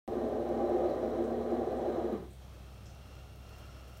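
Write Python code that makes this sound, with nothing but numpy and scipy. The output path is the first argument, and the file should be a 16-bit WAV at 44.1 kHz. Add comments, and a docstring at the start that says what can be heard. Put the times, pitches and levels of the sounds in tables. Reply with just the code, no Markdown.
"""Cobra growling on tiles

Prey in its jaws, a cobra drives a long blast of air through the hollows of its windpipe.
Loose tissue flutters in the stream, a rough tone that sinks as the push runs out.
The snake then draws air with a thin, soft hiss. Behind it: low hum, room noise, faint ticks."""
import sys
import numpy as np
from scipy import signal
from scipy.fft import rfft, irfft, next_fast_len
from scipy.io import wavfile
from scipy.ndimage import uniform_filter1d, map_coordinates

SR = 44100
rng = np.random.default_rng(int(sys.argv[2]) if len(sys.argv) > 2 else 0)


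def dump_mix(stems):
    """Bounce the given channels to the path in sys.argv[1] as a 16-bit WAV at rate SR."""
    frames = np.atleast_2d(stems).T  # one column per channel
    limited = np.clip(frames, -1, 1)  # hard clip at full scale
    pcm = np.round(limited * 32767).astype(np.int16)
    wavfile.write(sys.argv[1], SR, pcm)


N = 176400
TIME_S = np.arange(N) / SR


def amp(db):
    """Decibels to gain."""
    return 10 ** (np.asarray(db) / 20)


def unit(x):
    """Scale to rms 1."""
    return x / np.sqrt(np.mean(x ** 2) + 1e-20)


def curves(rows):
    """One per-sample curve for each column after the time."""
    times_s, *columns = np.transpose(rows)
    return [np.interp(TIME_S, times_s, column) for column in columns]


def wobble(rate_hz):
    """Smooth random curve, rate_hz knots a second."""
    return map_coordinates(rng.standard_normal(4096), [TIME_S * rate_hz], mode="mirror")


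def wavering_phase(hz, jitter, rate_hz):
    """Phase of a tone whose pitch wanders by the fraction jitter."""
    return 2 * np.pi * np.cumsum(hz * (1 + jitter * wobble(rate_hz))) / SR


def burst(start_s, decay_s):
    """Sudden onset, exponential decay."""
    return (TIME_S >= start_s) * np.exp(-np.abs(TIME_S - start_s) / decay_s)


def filtered(x, response):
    """Apply a gain given as a function of frequency."""
    size = next_fast_len(N + 8192)
    return irfft(rfft(x, size) * response(np.fft.rfftfreq(size, 1 / SR)), size)[:N]


def noise(colour):
    """Noise with the given spectrum, rms 1."""
    knots_hz, db = np.transpose(colour)
    gain = lambda hz: amp(np.interp(np.log(hz + 1), np.log(knots_hz), db))
    return unit(filtered(rng.standard_normal(N), gain))


def resonate(modes):
    """Turbulence ringing in steep-sided resonances, rms 1."""
    def gain(hz):
        powers = (amp(db) ** 2 / (1 + ((hz - centre_hz) / width_hz) ** 2) ** 3
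                  for centre_hz, width_hz, db in modes)
        return np.sqrt(sum(powers))
    return unit(filtered(rng.standard_normal(N), gain))


def steadied(x, share):
    """Even out a share of the slow swells in a noise, rms 1."""
    level = np.sqrt(np.abs(uniform_filter1d(x ** 2, size=SR // 10)) + 1e-6)
    return unit(x / level ** share)


# Hum partials (frequency [Hz], level [dB])
HUM_PARTIALS = [(64.6, -52), (102.3, -59), (129.2, -62.5), (199.2, -68)]
# Room noise spectrum (frequency [Hz], relative density [dB])
ROOM_COLOUR = [(22, -26), (36, 2), (50, -5.5), (70, 5), (125, 3.5), (170, -2), (230, -9.5), (400, -10),
               (750, -11.5), (1000, -21), (2000, -24), (3400, -22.5), (4300, -24), (4950, -30.5),
               (5600, -27.5), (7600, -35), (8600, -29), (10400, -35.5), (11500, -31.5), (16000, -34.5)]

def room():
    """Slightly wavering machine hum over steady room noise."""
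    hum = 0
    for hz, db in HUM_PARTIALS:
        gain = amp(db + 0.14 * wobble(7.9))
        hum += gain * unit(np.sin(wavering_phase(hz, jitter=0.011, rate_hz=9)))
    return hum + amp(-55) * noise(ROOM_COLOUR)


# Windpipe resonances (centre [Hz], width [Hz], relative level [dB])
LOW_HOLLOWS = [(237.7, 10.3, -8.5), (262.4, 25, -9), (349.8, 30.4, -2.5), (374.4, 15, -7), (429, 14.6, -2),
               (457, 13.6, -8.5)]
HIGH_HOLLOWS = [(518.3, 30, -1.5), (583, 20.6, -4.5), (634, 52, -4.5), (702, 34, -13.5), (737, 46, -9.5),
                (791.5, 46, -10)]
# Swell of the high hollows (time [s], relative level [dB])
HIGH_SWELL = [(.1, -3), (.45, 1.5), (.9, 3.5), (1.25, -0.5), (1.42, -0.5), (1.6, -1.5), (1.88, 0),
              (2.12, -2.5), (2.26, -18), (2.31, -14)]

def windpipe(low_db=-3, high_db=-5):
    """Air roars through the hollows of the windpipe."""
    swell_db, = curves(HIGH_SWELL)
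    low = amp(low_db) * steadied(resonate(LOW_HOLLOWS), share=0.8)
    high = amp(high_db + swell_db) * steadied(resonate(HIGH_HOLLOWS), share=0.3)
    return low + high


def walls(x, t60_s=0.13, tail_db=-6.5):
    """Tiled floor and walls add a short tail; rms 1."""
    t = np.arange(SR // 5) / SR
    tail = rng.standard_normal(len(t)) * amp(-60 * t / t60_s) * (t > 0.002)
    reflections = signal.fftconvolve(x, tail / np.linalg.norm(tail))[:N]
    return unit(x + amp(tail_db) * reflections)


# Rush spectrum (frequency [Hz], relative density [dB])
RUSH_COLOUR = [(40, -42), (110, -10), (180, 5), (300, 4), (600, 6.5), (820, 5.5), (900, -8.5), (960, -1.5),
               (1080, 0.5), (1270, -3), (1370, -9.5), (1470, -7.5), (1660, -9), (1800, -10.5),
               (2200, -16.5), (2800, -23.5), (3150, -19), (3600, -24), (4020, -18), (4500, -32.5),
               (5600, -27), (7500, -33.5), (16000, -64)]
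# Rush against a typical push (time [s], level [dB])
RUSH_SHARE = [(.1, -11.5), (.55, -11.5), (.9, -9), (1.4, -11), (1.7, -11), (1.97, -10), (2.15, -11.5),
              (2.3, -16)]

def jaw_rush(push_db, follow=0.59, rasp_db=0.5):
    """Air rasps past the jaws, offset so that it only partly follows the push."""
    share_db, = curves(RUSH_SHARE)
    offset_db = (follow - 1) * (push_db - np.median(push_db[:N // 2]))
    rasp = amp(rasp_db * wobble(140))
    return amp(share_db + offset_db) * unit(rasp * walls(noise(RUSH_COLOUR)))


# Tissue flutter (time [s], pitch [Hz], level re push [dB])
FLUTTER_PATH = [(.1, 222, -11.5), (.5, 230, -15), (.9, 232.3, -14.5), (1.25, 230, -8), (1.45, 238.8, -5),
                (1.7, 234, -9.5), (1.9, 240, -13), (2.02, 230.4, -18), (2.13, 215, -8.5),
                (2.2, 185.2, -6.5), (2.28, 167, -7)]
# Flutter harmonics (multiple [1], relative level [dB])
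FLUTTER_HARMONICS = [(1, 3), (2, -2.5), (3, -34.5)]

def flutter(rough_db=2):
    """Loose tissue buzzes in the stream, unsteady in pitch and strength."""
    hz, level_db = curves(FLUTTER_PATH)
    phase = wavering_phase(hz, jitter=0.013, rate_hz=70)
    tone = sum(amp(db + rough_db * wobble(35.09)) * np.sin(multiple * phase)
               for multiple, db in FLUTTER_HARMONICS)
    return amp(level_db) * unit(tone)


# Push of outgoing air (time [s], level [dB])
AIR_PUSH = [(.08, -35.5), (.14, -33), (.25, -33), (.43, -34.5), (.55, -32.5), (.8, -33), (.95, -35),
            (1.15, -34), (1.35, -34.5), (1.49, -35.5), (1.54, -31.5), (1.63, -33.5), (1.77, -34),
            (1.9, -32.5), (2.06, -34), (2.15, -33), (2.2, -41), (2.265, -48), (2.3, -57.5)]

def growl():
    """One push of air drives hollows, rush, flutter and booms."""
    push_db, = curves(AIR_PUSH)
    closing = np.interp(TIME_S, [2.28, 2.4], [1, 0])
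    voice = windpipe() + closing * jaw_rush(push_db) + flutter() + booms()
    return closing * amp(push_db) * voice


# Tick and crackle spectrum (frequency [Hz], relative density [dB])
CLICK_COLOUR = [(2000, -13), (6000, 0), (12000, -2), (16000, 0.5)]

def ticks(first_s=0.0815, period_s=0.2048, decay_s=0.0016):
    """Faint, high, regular ticks."""
    age_s = (TIME_S - first_s) % period_s
    return amp(-58) * np.exp(-age_s / decay_s) * noise(CLICK_COLOUR)


# Surges of the main hollow (time [s], half-width [s], level re push [dB])
BOOM_SURGES = [(0.638, 0.024, 2.5), (0.699, 0.023, -1.5), (0.752, 0.018, 4), (0.859, 0.018, 5.5),
               (1.06, .035, -11), (1.211, 0.024, 2.5), (1.537, 0.024, -0.5)]

def booms(pitch_hz=353):
    """The main hollow briefly locks into a near-pure note."""
    swell = sum(amp(db) * np.exp(-((TIME_S - peak_s) / width_s) ** 2)
                for peak_s, width_s, db in BOOM_SURGES)
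    return swell * unit(np.sin(wavering_phase(pitch_hz, jitter=0.015, rate_hz=58.64)))


# Rustles (time [s], decay [s], centre [Hz], width [Hz], level [dB])
RUSTLES = [(.89, 0.055, 4570, 400, -70), (1.02, .05, 5360, 900, -72), (1.24, 0.046, 7500, 2600, -70),
           (1.77, .04, 7500, 2600, -73), (2.305, 0.086, 8300, 1500, -70.5),
           (2.856, 0.072, 5700, 1100, -63.5), (2.858, .035, 7300, 1400, -68)]

def rustles():
    """Mouth and scales rustle softly in narrow, high bands."""
    return sum(amp(db) * burst(start_s, decay_s) * resonate([(centre_hz, width_hz, 0)])
               for start_s, decay_s, centre_hz, width_hz, db in RUSTLES)


# Pull of incoming air (time [s], level [dB])
AIR_PULL = [(2.32, -81), (2.42, -62), (2.55, -57.5), (2.75, -61), (2.95, -60), (3.3, -59.5), (3.7, -59),
            (4, -57.5)]
# Hiss spectrum (frequency [Hz], relative density [dB])
HISS_COLOUR = [(100, -17), (330, 0.5), (470, -3.5), (620, 2), (800, -2), (930, -8), (1150, -4.5),
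               (1320, -5.5), (1530, -10.5), (2000, -13.5), (2550, -12.5), (2950, -22), (3200, -7),
               (3700, -23.5), (4400, -16.5), (4950, -23), (5500, -15), (6000, -17.5), (7500, -22),
               (16000, -46)]
# Settled resonances of the opening (centre [Hz], width [Hz], relative level [dB])
WHISTLE_MODES = [(1320, 107, -0.5), (1400, 70, -0.5), (2780, 146, -2.5), (4300, 240, -15), (5400, 380, -12)]

def intake(whistle_start_s=2.42, rise_s=0.22, flat_share=0.14):
    """The lung refills through a narrow opening; its faint whistle rises as the flow builds."""
    pull_db, = curves(AIR_PULL)
    settled = 1 - np.exp(-np.maximum(TIME_S - whistle_start_s, 0) / rise_s)
    pitch_ratio = 1 - flat_share * (1 - settled)
    whistle = map_coordinates(resonate(WHISTLE_MODES), [np.cumsum(pitch_ratio)], mode="mirror")
    flow = amp(pull_db + 1.7 * wobble(9.2))
    return flow * (amp(-2) * noise(HISS_COLOUR) + amp(-6) * settled * whistle)


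# Crackles (time [s], decay [s], level [dB])
CRACKLES = [(3.492, .012, -62), (3.582, .025, -64), (3.655, .015, -69), (3.875, .008, -68),
            (3.882, 0.038, -66.5), (3.936, 0.026, -67), (3.97, .02, -63.5)]

def crackles(rough_db=3.7):
    """A few small, dry crackles."""
    envelope = sum(amp(db) * burst(start_s, decay_s) for start_s, decay_s, db in CRACKLES)
    grain = unit(amp(rough_db * wobble(700)))
    return envelope * grain * noise(CLICK_COLOUR)


def scene():
    """Snake and room, close up, in mono."""
    return (room() + growl() + ticks() + rustles() + intake() + crackles())[None]


START_S, TOP_HZ = 0.0775, 15800

def record(dry):
    """Silence before START_S, nothing above TOP_HZ."""
    return filtered(dry[0] * (TIME_S >= START_S), lambda hz: hz < TOP_HZ)[None]


dry = scene()
out = record(dry)
dump_mix(out)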